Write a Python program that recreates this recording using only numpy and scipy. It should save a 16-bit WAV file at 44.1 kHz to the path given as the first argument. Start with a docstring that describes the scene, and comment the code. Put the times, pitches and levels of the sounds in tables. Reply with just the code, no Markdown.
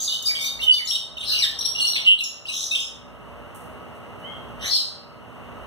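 """A caged solitaire sings a fast run of whistles, glides, trills and rasps, later one harsh call, over town rumble.
Both sides of its syrinx sound as modulated sines with weak overtones and turbulent air hiss; beak snaps are noise.
Walls and a concrete roof answer with decaying noise tails. Traffic is coloured noise, a motor's hum a set of sines;
rustles and a far bird's overtones come before the harsh call, a dull knock after it. A phone's two microphones feed
a stereo widener and a gain control that turns down fast and recovers slowly."""
import sys
import numpy as np
from scipy import signal
from scipy.fft import rfft, irfft, next_fast_len
from scipy.io import wavfile
from scipy.ndimage import uniform_filter1d, map_coordinates

SR = 44100
rng = np.random.default_rng(int(sys.argv[2]) if len(sys.argv) > 2 else 0)


def gain_from_db(level_db):
    """Turn a decibel level (scalar or array-like) into a linear amplitude factor."""
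    decades = np.asarray(level_db, float) / 20
    return 10 ** decades


def master_out(mix):
    """Clip the mix to full scale and print it as 16-bit PCM to the path in sys.argv[1]."""
    frames = np.transpose(np.atleast_2d(mix))
    ceiling = np.clip(frames, -1, 1)
    pcm = np.round(ceiling * 32767).astype(np.int16)
    wavfile.write(sys.argv[1], SR, pcm)


N = 249606

# All source levels are taken ahead of room, microphones, widener and gain control.
# Level notes, from brief pips to longer whistles: start_s, length_s, pitch_hz, level_db
WHISTLES = [(0.089, 0.089, 3003, -27), (0.119, 0.042, 3673, -23.5), (0.434, 0.075, 4600, -34.5),
            (0.256, 0.029, 3700, -24.5), (0.286, 0.037, 2260, -25), (0.364, 0.096, 2278, -30),
            (0.386, 0.097, 3646, -28.5), (0.397, 0.08, 5923, -33), (0.407, 0.06, 6910, -35),
            (0.597, 0.026, 2770, -28), (0.617, 0.038, 3006, -24.5), (0.626, 0.02, 3578, -29.5),
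            (0.709, 0.046, 4560, -19), (0.739, 0.012, 3585, -19), (0.759, 0.018, 3070, -26),
            (0.777, 0.015, 4590, -18.5), (0.885, 0.028, 5573, -15), (0.91, 0.06, 3734, -20.5),
            (1.181, 0.0063, 3670, -20.5), (1.192, 0.067, 8840, -41), (1.588, 0.011, 5620, -13.5),
            (1.647, 0.023, 5540, -19.5), (1.747, 0.022, 2783, -25.5), (1.779, 0.084, 2862, -23),
            (1.797, 0.0066, 3290, -18), (1.808, 0.074, 4317, -21.5), (1.865, 0.051, 5668, -18.5),
            (2.236, 0.0055, 6750, -16.5), (2.712, 0.05, 2660, -25.5), (2.707, 0.031, 3796, -26.5),
            (2.752, 0.015, 3660, -18.5)]
# Gliding notes: start_s, length_s, start_hz, end_hz, level_db
GLIDES = [(0.0, 0.085, 4775, 4740, -26.5), (0.251, 0.038, 4950, 4630, -15.5),
          (0.298, 0.022, 2295, 1610, -35), (0.345, 0.031, 2900, 3450, -26.5),
          (0.78, 0.043, 2516, 1790, -30.5), (1.377, 0.085, 3030, 1550, -28.5),
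          (1.38, 0.086, 5960, 2607, -22), (1.418, 0.034, 4050, 3566, -14.5),
          (2.237, 0.02, 5650, 5230, -20.5), (2.453, 0.02, 2570, 3480, -28),
          (2.477, 0.0322, 3690, 4140, -26.5), (2.48, 0.028, 2880, 2550, -25),
          (2.782, 0.081, 5200, 5390, -38)]
# Quick upward flicks leading into a note: start_s, start_hz, level_db
FLICKS = [(0.588, 1830, -29), (0.614, 3100, -31), (0.868, 3435, -20), (0.883, 3630, -19.5),
          (0.909, 2894, -21.5), (1.206, 2960, -23.5), (1.606, 3323, -24), (1.771, 3220, -29),
          (1.799, 3110, -34), (1.931, 3340, -20.5), (2.467, 4130, -30.5), (2.749, 2756, -11),
          (2.797, 5540, -32)]
FLICK_S, FLICK_RISE = 0.0112, 1.35  # length; end pitch over start pitch
# Short falling chips: start_s, start_hz, level_db
CHIPS = [(0.039, 5880, -32), (0.076, 4030, -16.5), (0.222, 6840, -27.5), (0.35, 3296, -26.5),
         (0.85, 7230, -23.5), (0.872, 5800, -17), (0.952, 3210, -21.5), (1.168, 2950, -28.5),
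         (2.187, 4175, -18), (2.201, 2910, -17)]
CHIP_S, CHIP_FALL = 0.014, 0.87  # length; end pitch over start pitch
# Trains of swept chips: start_s, length_s, centre_hz, sweep_hz, chips_per_s, level_db
TRILLS = [(0, 0.062, 6530, 1099, 113, -16.5), (2.5, 0.18, 5950, -1800, 80, -22.5),
          (2.5, 0.161, 3780, -300, 68, -26), (2.5, 0.085, 3200, -400, 62, -24),
          (1.3, 0.098, 2850, 256, 68, -17.5)]
# Rasps with randomly shaken pitch: start_s, length_s, start_hz, end_hz, shake_hz, level_db
RASPS = [(1.2, .07, 3300, 3900, 550, -27), (1.245, .115, 5400, 4600, 300, -25),
         (1.25, .14, 4500, 3750, 300, -22.5), (1.275, .1, 1900, 1150, 120, -44),
         (1.605, .09, 4000, 3800, 500, -29), (1.94, .07, 3600, 3300, 480, -23),
         (2.04, .12, 3200, 3000, 420, -25), (2.17, .06, 3700, 3300, 500, -29),
         (4.575, .14, 1600, 2200, 260, -40), (4.575, .125, 2700, 3600, 190, -37),
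         (4.595, .16, 3600, 4400, 190, -31), (4.59, .13, 5400, 6800, 250, -35),
         (4.69, .15, 5400, 4750, 220, -23.5), (4.68, .17, 4480, 3980, 150, -23),
         (2.755, .06, 3500, 3000, 300, -29), (.245, .06, 6600, 5600, 600, -36),
         (.09, .1, 4300, 3900, 500, -33)]
# Octave strength against note pitch: pitch_hz, octave_db
OCTAVE = [(2000, -5.5), (2350, -5), (2800, -21), (4600, -15.5), (6800, -7)]
# Higher overtones of the song: multiple, level_db
UPPER_OVERTONES = [(3, -38), (4, -50.5)]
# Relative spectrum of air hiss in the beak: frequency_hz, density_db (per Hz)
BREATH = [(1500, -39), (3000, -7), (5000, 2.5), (6800, -10.5), (8500, -6), (10000, -9), (11500, -6.5),
          (14000, -13.5), (15600, -21)]
# Decay time of wall and roof reflections: frequency_hz, t60_s
EAVES_DECAY = [(2000, 0.43), (4000, 0.48), (8000, 0.41), (15000, 0.28)]
# Relative spectrum of town noise: frequency_hz, density_db (per Hz)
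TOWN_SPECTRUM = [(30, -53), (60, 4), (120, 7.5), (250, 1.5), (630, 0), (1300, -2.5), (1750, -12),
                 (2050, -9.5), (2400, -13), (2850, -4), (3300, -21), (4500, -29.5), (8000, -31.5),
                 (15700, -34.5)]
# Level of town noise over time: time_s, level_db
TOWN_LEVEL = [(0, -42.5), (2, -40), (2.9, -45), (3.3, -40.5), (4.5, -41), (5, -42.5), (5.66, -39)]
# Correlation of town noise between the two microphones: frequency_hz, correlation
TOWN_CORRELATION = [(60, .45), (500, .35), (2000, .2), (8000, .1)]
HUM_HZ = 59.6  # shaft rate of the motor
# Upper lines of the motor's hum: shaft_order, amplitude_db
HUM_LINES = [(3, -58), (4.015, -47.5), (6.99, -56), (8.02, -55), (9.7, -52), (10.66, -53.5), (13, -59.5),
             (11.77, -58.5), (15.9, -62), (18.95, -61.5), (21.36, -56.5)]
# Swelling and fading of the lowest hum line: time_s, level_db
DEEP_HUM_LEVEL = [(0.0, -64), (0.31, -69), (0.61, -39.5), (1.02, -56), (1.25, -42), (1.76, -46.5),
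                  (1.84, -59), (3.41, -48.5), (3.97, -72), (4.65, -44.5), (4.82, -69), (5.66, -50)]
# Beak snaps between notes: start_s, level_db (at the start)
SNAPS = [(0.225, -19), (0.25, -26.5), (0.885, -25), (1.885, -19), (2.237, -24), (2.751, -30)]
# Relative spectrum of a snap: frequency_hz, density_db (per Hz)
SNAP_SPECTRUM = [(2500, -31.5), (5500, -6), (15000, -8.5)]
# Beating pairs of steady tones, levels before DUET_DB: start_s, length_s, pitch_hz, second_hz, level_db, second_db
DUETS = [(0.655, 0.1, 2989, 2920, -6, -11), (2.04, 0.125, 2988, 2803, -9, -8),
         (2.05, 0.11, 3195, 2908, -18, -15)]
DUET_DB, DUET_WET_DB = 4, -7  # gain of all duets; their further gain into the reflections
# Small rustles, levels before the left-right balance: start_s, level_db (at the start), t60_s
RUSTLES = [(3.546, -46.5, 0.61), (3.95, -62, 0.39), (4.2, -60, 0.29)]
# Relative spectrum of a rustle: frequency_hz, density_db (per Hz)
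RUSTLE_SPECTRUM = [(3000, -35), (6000, -20), (9500, -11), (15700, -20)]
# Distant call, fundamental pitch and level before FAR_TONES: time_s, pitch_hz, level_db
FAR_CALL = [(4.202, 950, -78), (4.239, 988, -43.5), (4.279, 1072, -43.5), (4.341, 1085, -50.5),
            (4.42, 1080, -82), (4.479, 1130, -83)]
# Overtones heard in the distant call: multiple, level_db
FAR_TONES = [(2, -3), (3, 7.5)]
# Dull distant knocks: start_s, peak_db, pitch_hz
KNOCKS = [(5.282, -30, 244)]
# Right microphone relative to left: frequency_hz, difference_db
RIGHT_OVER_LEFT = [(200, 5), (1000, 2), (2500, -2), (5000, 2), (8000, 5), (13000, 7)]
# Strength of the widener's crossed copy: frequency_hz, level_db
CROSS_FEED = [(200, -9), (1200, -3), (2400, -1.5), (4900, -3.5), (7400, -2.5), (8500, -4), (10500, -11),
              (15000, -15)]
TOP_HZ, WIDEN_SAMPLES = 15700, 18  # upper limit of the microphone band; delay of the widener


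def along(points, hz):
    """Linear interpolation of (Hz, value) points on a logarithmic frequency axis."""
    f, v = np.transpose(points)
    return np.interp(np.log(hz + 1), np.log(f + 1), v)


def unit(x):
    """Normalisation to unit root mean square."""
    return x / np.sqrt(np.mean(x ** 2) + 1e-20)


def wobble(rate):
    """Band-limited fluctuation: a smooth curve through random knots, rate of them per second."""
    return map_coordinates(rng.standard_normal(int(N * rate / SR) + 4), [np.arange(N) * rate / SR])


def filtered(x, response):
    """Linear filtering: the spectrum is multiplied by a complex response of frequency."""
    m = next_fast_len(N + 8192)
    return irfft(rfft(x, m) * response(np.fft.rfftfreq(m, 1 / SR)), m)[..., :N]


def hiss(spectrum, channels=1):
    """Coloured noise: white noise shaped by a spectrum, with unit rms."""
    return unit(filtered(rng.standard_normal((channels, N)), lambda hz: gain_from_db(along(spectrum, hz))))


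def dying(s, db, t60):
    """Exponential decay: a sudden onset whose level falls 60 dB in t60 seconds."""
    t = np.arange(N) / SR
    return gain_from_db(db - 60 * np.clip(t - s, 0, 9) / t60) * (t > s)


def swell(length, rise_s, fall_s):
    """Amplitude envelope: place in the note (0-1) and a sine-squared outline."""
    u = np.linspace(0, 1, max(round(length * SR), 8))
    edges = np.minimum(u / rise_s, (1 - u) / fall_s) * length
    return u, np.sin(np.pi / 2 * np.clip(edges, 0, 1)) ** 2


def add(track, s, pitch_hz, size, octave_db=0, air_db=0):
    """Harmonic synthesis: a near sine with weak overtones in row 0, its air flow in row 1."""
    phase = 2 * np.pi * np.cumsum(pitch_hz) / SR
    tone = np.sin(phase)
    for k, db in [(2.03, octave_db + along(OCTAVE, pitch_hz))] + UPPER_OVERTONES:
        beak_loss = 1 + (k * pitch_hz / 12000) ** 6  # the beak passes little at the top
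        tone += gain_from_db(db) * np.sin(round(k) * phase) / beak_loss
    start = max(round(s * SR), 0)
    track[:, start:start + len(size)] += [np.sqrt(2) * size * tone, gain_from_db(air_db) * size]


def notes():
    """Linear pitch glides: every clear note as (start s, length s, start Hz, end Hz, dB)."""
    level_notes = [(s, length, hz, hz, db) for s, length, hz, db in WHISTLES]
    flicks = [(s, FLICK_S, hz, FLICK_RISE * hz, db) for s, hz, db in FLICKS]
    chips = [(s, CHIP_S, hz, CHIP_FALL * hz, db) for s, hz, db in CHIPS]
    return GLIDES + level_notes + flicks + chips


def clear_notes(track, waver, flutter, shake, rough):
    """Frequency and amplitude modulation: wide glides are rougher than level notes."""
    for s, length, hz0, hz1, db in notes():
        u, shape = swell(length, min(.25 * length, .008), min(.3 * length, .012))
        at = max(round(s * SR), 0) + np.arange(len(u))
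        harsh = min(abs(hz1 - hz0) / 1000, 1)
        unsteady_hz = 55 * waver[at] + 130 * harsh * shake[at]
        unsteady_db = 3.2 * flutter[at] + 4 * harsh * rough[at]
        add(track, s, hz0 + (hz1 - hz0) * u + unsteady_hz, gain_from_db(db + unsteady_db) * shape)


def trills(track, waver, flutter, shake):
    """Periodic modulation: pitch sweeps and loudness pulses once in each chip."""
    for s, length, hz, sweep_hz, rate, db in TRILLS:
        u, shape = swell(length, 0.04 if s else .001, 0.02)
        at = round(s * SR) + np.arange(len(u))
        cycle = (u * length * rate + .09 * waver[at]) % 1
        chip = np.sin(np.pi * cycle) ** 2.5
        pitch_hz = hz + sweep_hz * (2 * cycle - 1) + 140 * shake[at]
        add(track, s, pitch_hz, gain_from_db(db + flutter[at]) * shape * chip)


def rasps(track, shake, rough):
    """Random frequency modulation: rising rasps swell slowly, falling ones start faster."""
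    for k, (s, length, hz0, hz1, shake_hz, db) in enumerate(RASPS):
        rise = .75 if hz1 > hz0 else .3
        u, shape = swell(length, rise * length, 0.5 * length)
        at = (round(s * SR) + 3000 * k + np.arange(len(u))) % N  # offset so that overlapping rasps differ
        pitch_hz = hz0 + (hz1 - hz0) * u + shake_hz * shake[at]
        add(track, s, pitch_hz, gain_from_db(db + 4 * rough[at]) * shape, octave_db=-8, air_db=-2)


def patchy(x, patchy_db):
    """Time-frequency modulation: random patches of noise come out louder or softer."""
    z = signal.stft(x, nperseg=256)[2]
    field = uniform_filter1d(rng.standard_normal(z.shape), size=5, axis=0)
    field = uniform_filter1d(field, size=16, axis=1)
    return unit(signal.istft(z * gain_from_db(patchy_db * unit(field)), nperseg=256)[1][:N])


def solitaire():
    """Syrinx and turbulence: modulated tones with air hiss that follows the outline of each note."""
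    track = np.zeros((2, N))
    waver, flutter, shake, rough = wobble(140), wobble(110), wobble(700), wobble(500)
    clear_notes(track, waver, flutter, shake, rough)
    trills(track, waver, flutter, shake)
    rasps(track, shake, rough)
    air_flow = uniform_filter1d(track[1], size=500)
    return track[0] + gain_from_db(-11) * air_flow * patchy(hiss(BREATH)[0], patchy_db=6)


def eaves(x, block=4096):
    """Reverberation: wall and roof tails decay by frequency, with a fresh random grain in each block."""
    out, fade = np.zeros((2, N + SR)), np.hanning(2 * block)
    padded = np.pad(x, (block, 2 * block))
    for start in range(0, N + block, block):
        hz, t, z = signal.stft(rng.standard_normal((2, SR * 3 // 5)), SR, nperseg=256)
        decay = gain_from_db(-60 * t / along(EAVES_DECAY, hz)[:, None])
        tail = signal.istft(z * decay, SR, nperseg=256)[1]
        tail = tail / np.linalg.norm(tail[0])
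        piece = padded[start:start + 2 * block] * fade
        wet = signal.fftconvolve(piece[None], tail, axes=1)
        out[:, start:start + wet.shape[1]] += wet[:, :N + SR - start]
    return out[:, block - 130:][:, :N]  # reflections start 130 samples late


def traffic():
    """Partly coherent noise: far traffic shares a mid signal and differs by a side signal."""
    def angle(hz):
        return np.arccos(np.clip(along(TOWN_CORRELATION, hz), -1, 1)) / 2

    mid, side = filtered(rng.standard_normal((2, N)), lambda hz: (
        gain_from_db(along(TOWN_SPECTRUM, hz)) * [np.cos(angle(hz)), np.sin(angle(hz))]))
    level_db = np.interp(np.arange(N) / SR, *np.transpose(TOWN_LEVEL)) + 0.42 * wobble(4.08)
    return gain_from_db(level_db) * unit(np.array([mid + side, mid - side]))


def motor():
    """Rotational line spectrum: sines at shaft orders waver, with a phase offset between the channels."""
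    sides, hum = np.array([[1], [-1]]), np.zeros((2, N))
    for order, db in HUM_LINES:
        size = gain_from_db(db + 2.76 * wobble(11))
        phase = 2 * np.pi * np.cumsum(order * HUM_HZ + 1.504 * wobble(8)) / SR
        hum += size * np.sin(phase + rng.uniform(0.1, 0.5) * sides)
    deep_size = np.sqrt(2) * gain_from_db(np.interp(np.arange(N) / SR, *np.transpose(DEEP_HUM_LEVEL)))
    deep_phase = 2 * np.pi * np.cumsum(HUM_HZ + 3 * wobble(12)) / SR
    return hum + deep_size * np.sin(deep_phase + .6 * sides)


def snaps():
    """Impulsive noise: beak snaps are bright bursts that decay within milliseconds."""
    size = sum(dying(s, db, t60=0.013) for s, db in SNAPS)
    return size * hiss(SNAP_SPECTRUM)[0]


def duets():
    """Beating: two steady, nearly pure tones close in pitch, sung towards the phone."""
    track = np.zeros(N)
    waver, flutter = wobble(120), wobble(60)
    for s, length, hz, second_hz, db, second_db in DUETS:
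        u, shape = swell(length, .5 * length, .4 * length)
        at = round(s * SR) + np.arange(len(u))
        for side_hz, side_db in (hz, db), (second_hz, second_db):
            phase = 2 * np.pi * np.cumsum(side_hz + 8 * waver[at]) / SR
            tone = np.sin(phase) + gain_from_db(-36) * np.sin(3 * phase)
            track[at] += gain_from_db(side_db + 2 * flutter[at]) * shape * tone
    return gain_from_db(DUET_DB) * track


def rustles():
    """Decaying granular noise: dry rustles, louder on the right, die away."""
    size = sum(dying(s, db, t60) for s, db, t60 in RUSTLES)
    grain = gain_from_db(2 * wobble(450))
    return size * grain * hiss(RUSTLE_SPECTRUM, channels=2) * gain_from_db([[-7], [0]])


def far_bird():
    """Harmonics without a fundamental: a distant rising call on two overtones."""
    s, hz, db = np.transpose(FAR_CALL)
    t = np.arange(N) / SR
    phase = 2 * np.pi * np.cumsum(np.interp(t, s, hz) + 16 * wobble(150)) / SR
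    tones = sum(gain_from_db(d) * np.sin(round(k) * phase) for k, d in FAR_TONES)
    return gain_from_db(np.interp(t, s, db, left=-200, right=-200)) * tones


def knocks():
    """Damped resonance: a short wooden ring is a sine with exponential decay."""
    t = np.arange(N) / SR
    return sum(dying(s, db, t60=0.029) * np.sin(2 * np.pi * hz * (t - s)) for s, db, hz in KNOCKS)


def scene():
    """Superposition: direct song reaches the left microphone first and louder; reflections and background join."""
    bird, pure, far = solitaire() + snaps(), duets(), far_bird()
    delay_samples = np.array([[0], [9.5]])
    direct = filtered(bird + pure, lambda hz: np.exp(-2j * np.pi * hz * delay_samples / SR))
    direct = direct * gain_from_db([[2], [-4]])
    reflected = eaves(gain_from_db(1.5) * (bird + gain_from_db(DUET_WET_DB) * pure) + far)
    return direct + reflected + 0.59 * far + rustles() + knocks() + traffic() + motor()


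def gain_control(x, above_db, slope, attack_s, release_s, block=256):
    """Dynamic compression: level above a threshold lowers the gain, which recovers more slowly."""
    power = uniform_filter1d(np.mean(x ** 2, 0), size=1024)[::block]
    level_db = 5 * np.log10(power ** 2 + 1e-24)
    wanted = -slope * np.maximum(level_db - above_db, 0)
    gain_db, now = np.zeros_like(wanted), -8.5  # already turned down at the start
    for i, db in enumerate(wanted):
        now += (db - now) * min(block / SR / (attack_s if db < now else release_s), 1)
        gain_db[i] = now
    return x * gain_from_db(np.interp(np.arange(N), np.arange(len(gain_db)) * block, gain_db))


def microphones(x):
    """Frequency response: the two microphones differ in colour and share an upper band limit."""
    sides = np.array([[-1], [1]])
    return filtered(x, lambda hz: gain_from_db(along(RIGHT_OVER_LEFT, hz) / 2 * sides) * (hz < TOP_HZ))


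def widener(x):
    """Crosstalk subtraction: each side loses a delayed, coloured copy of the other."""
    copy = filtered(x[::-1], lambda hz: (
        gain_from_db(along(CROSS_FEED, hz)) * np.exp(-2j * np.pi * hz * WIDEN_SAMPLES / SR)))
    return x - copy


def low_pass(x):
    """Removes everything above the highest recorded frequency."""
    return signal.sosfilt(signal.butter(12, 15790, fs=SR, output="sos"), x)


def record(dry):
    """Signal chain: microphone colour, stereo widening, then gain control."""
    wide = widener(microphones(dry))
    mix = gain_control(wide, above_db=-27.5, slope=0.48, attack_s=.03, release_s=0.64)
    return low_pass(mix)


dry = scene()
out = record(dry)
master_out(out)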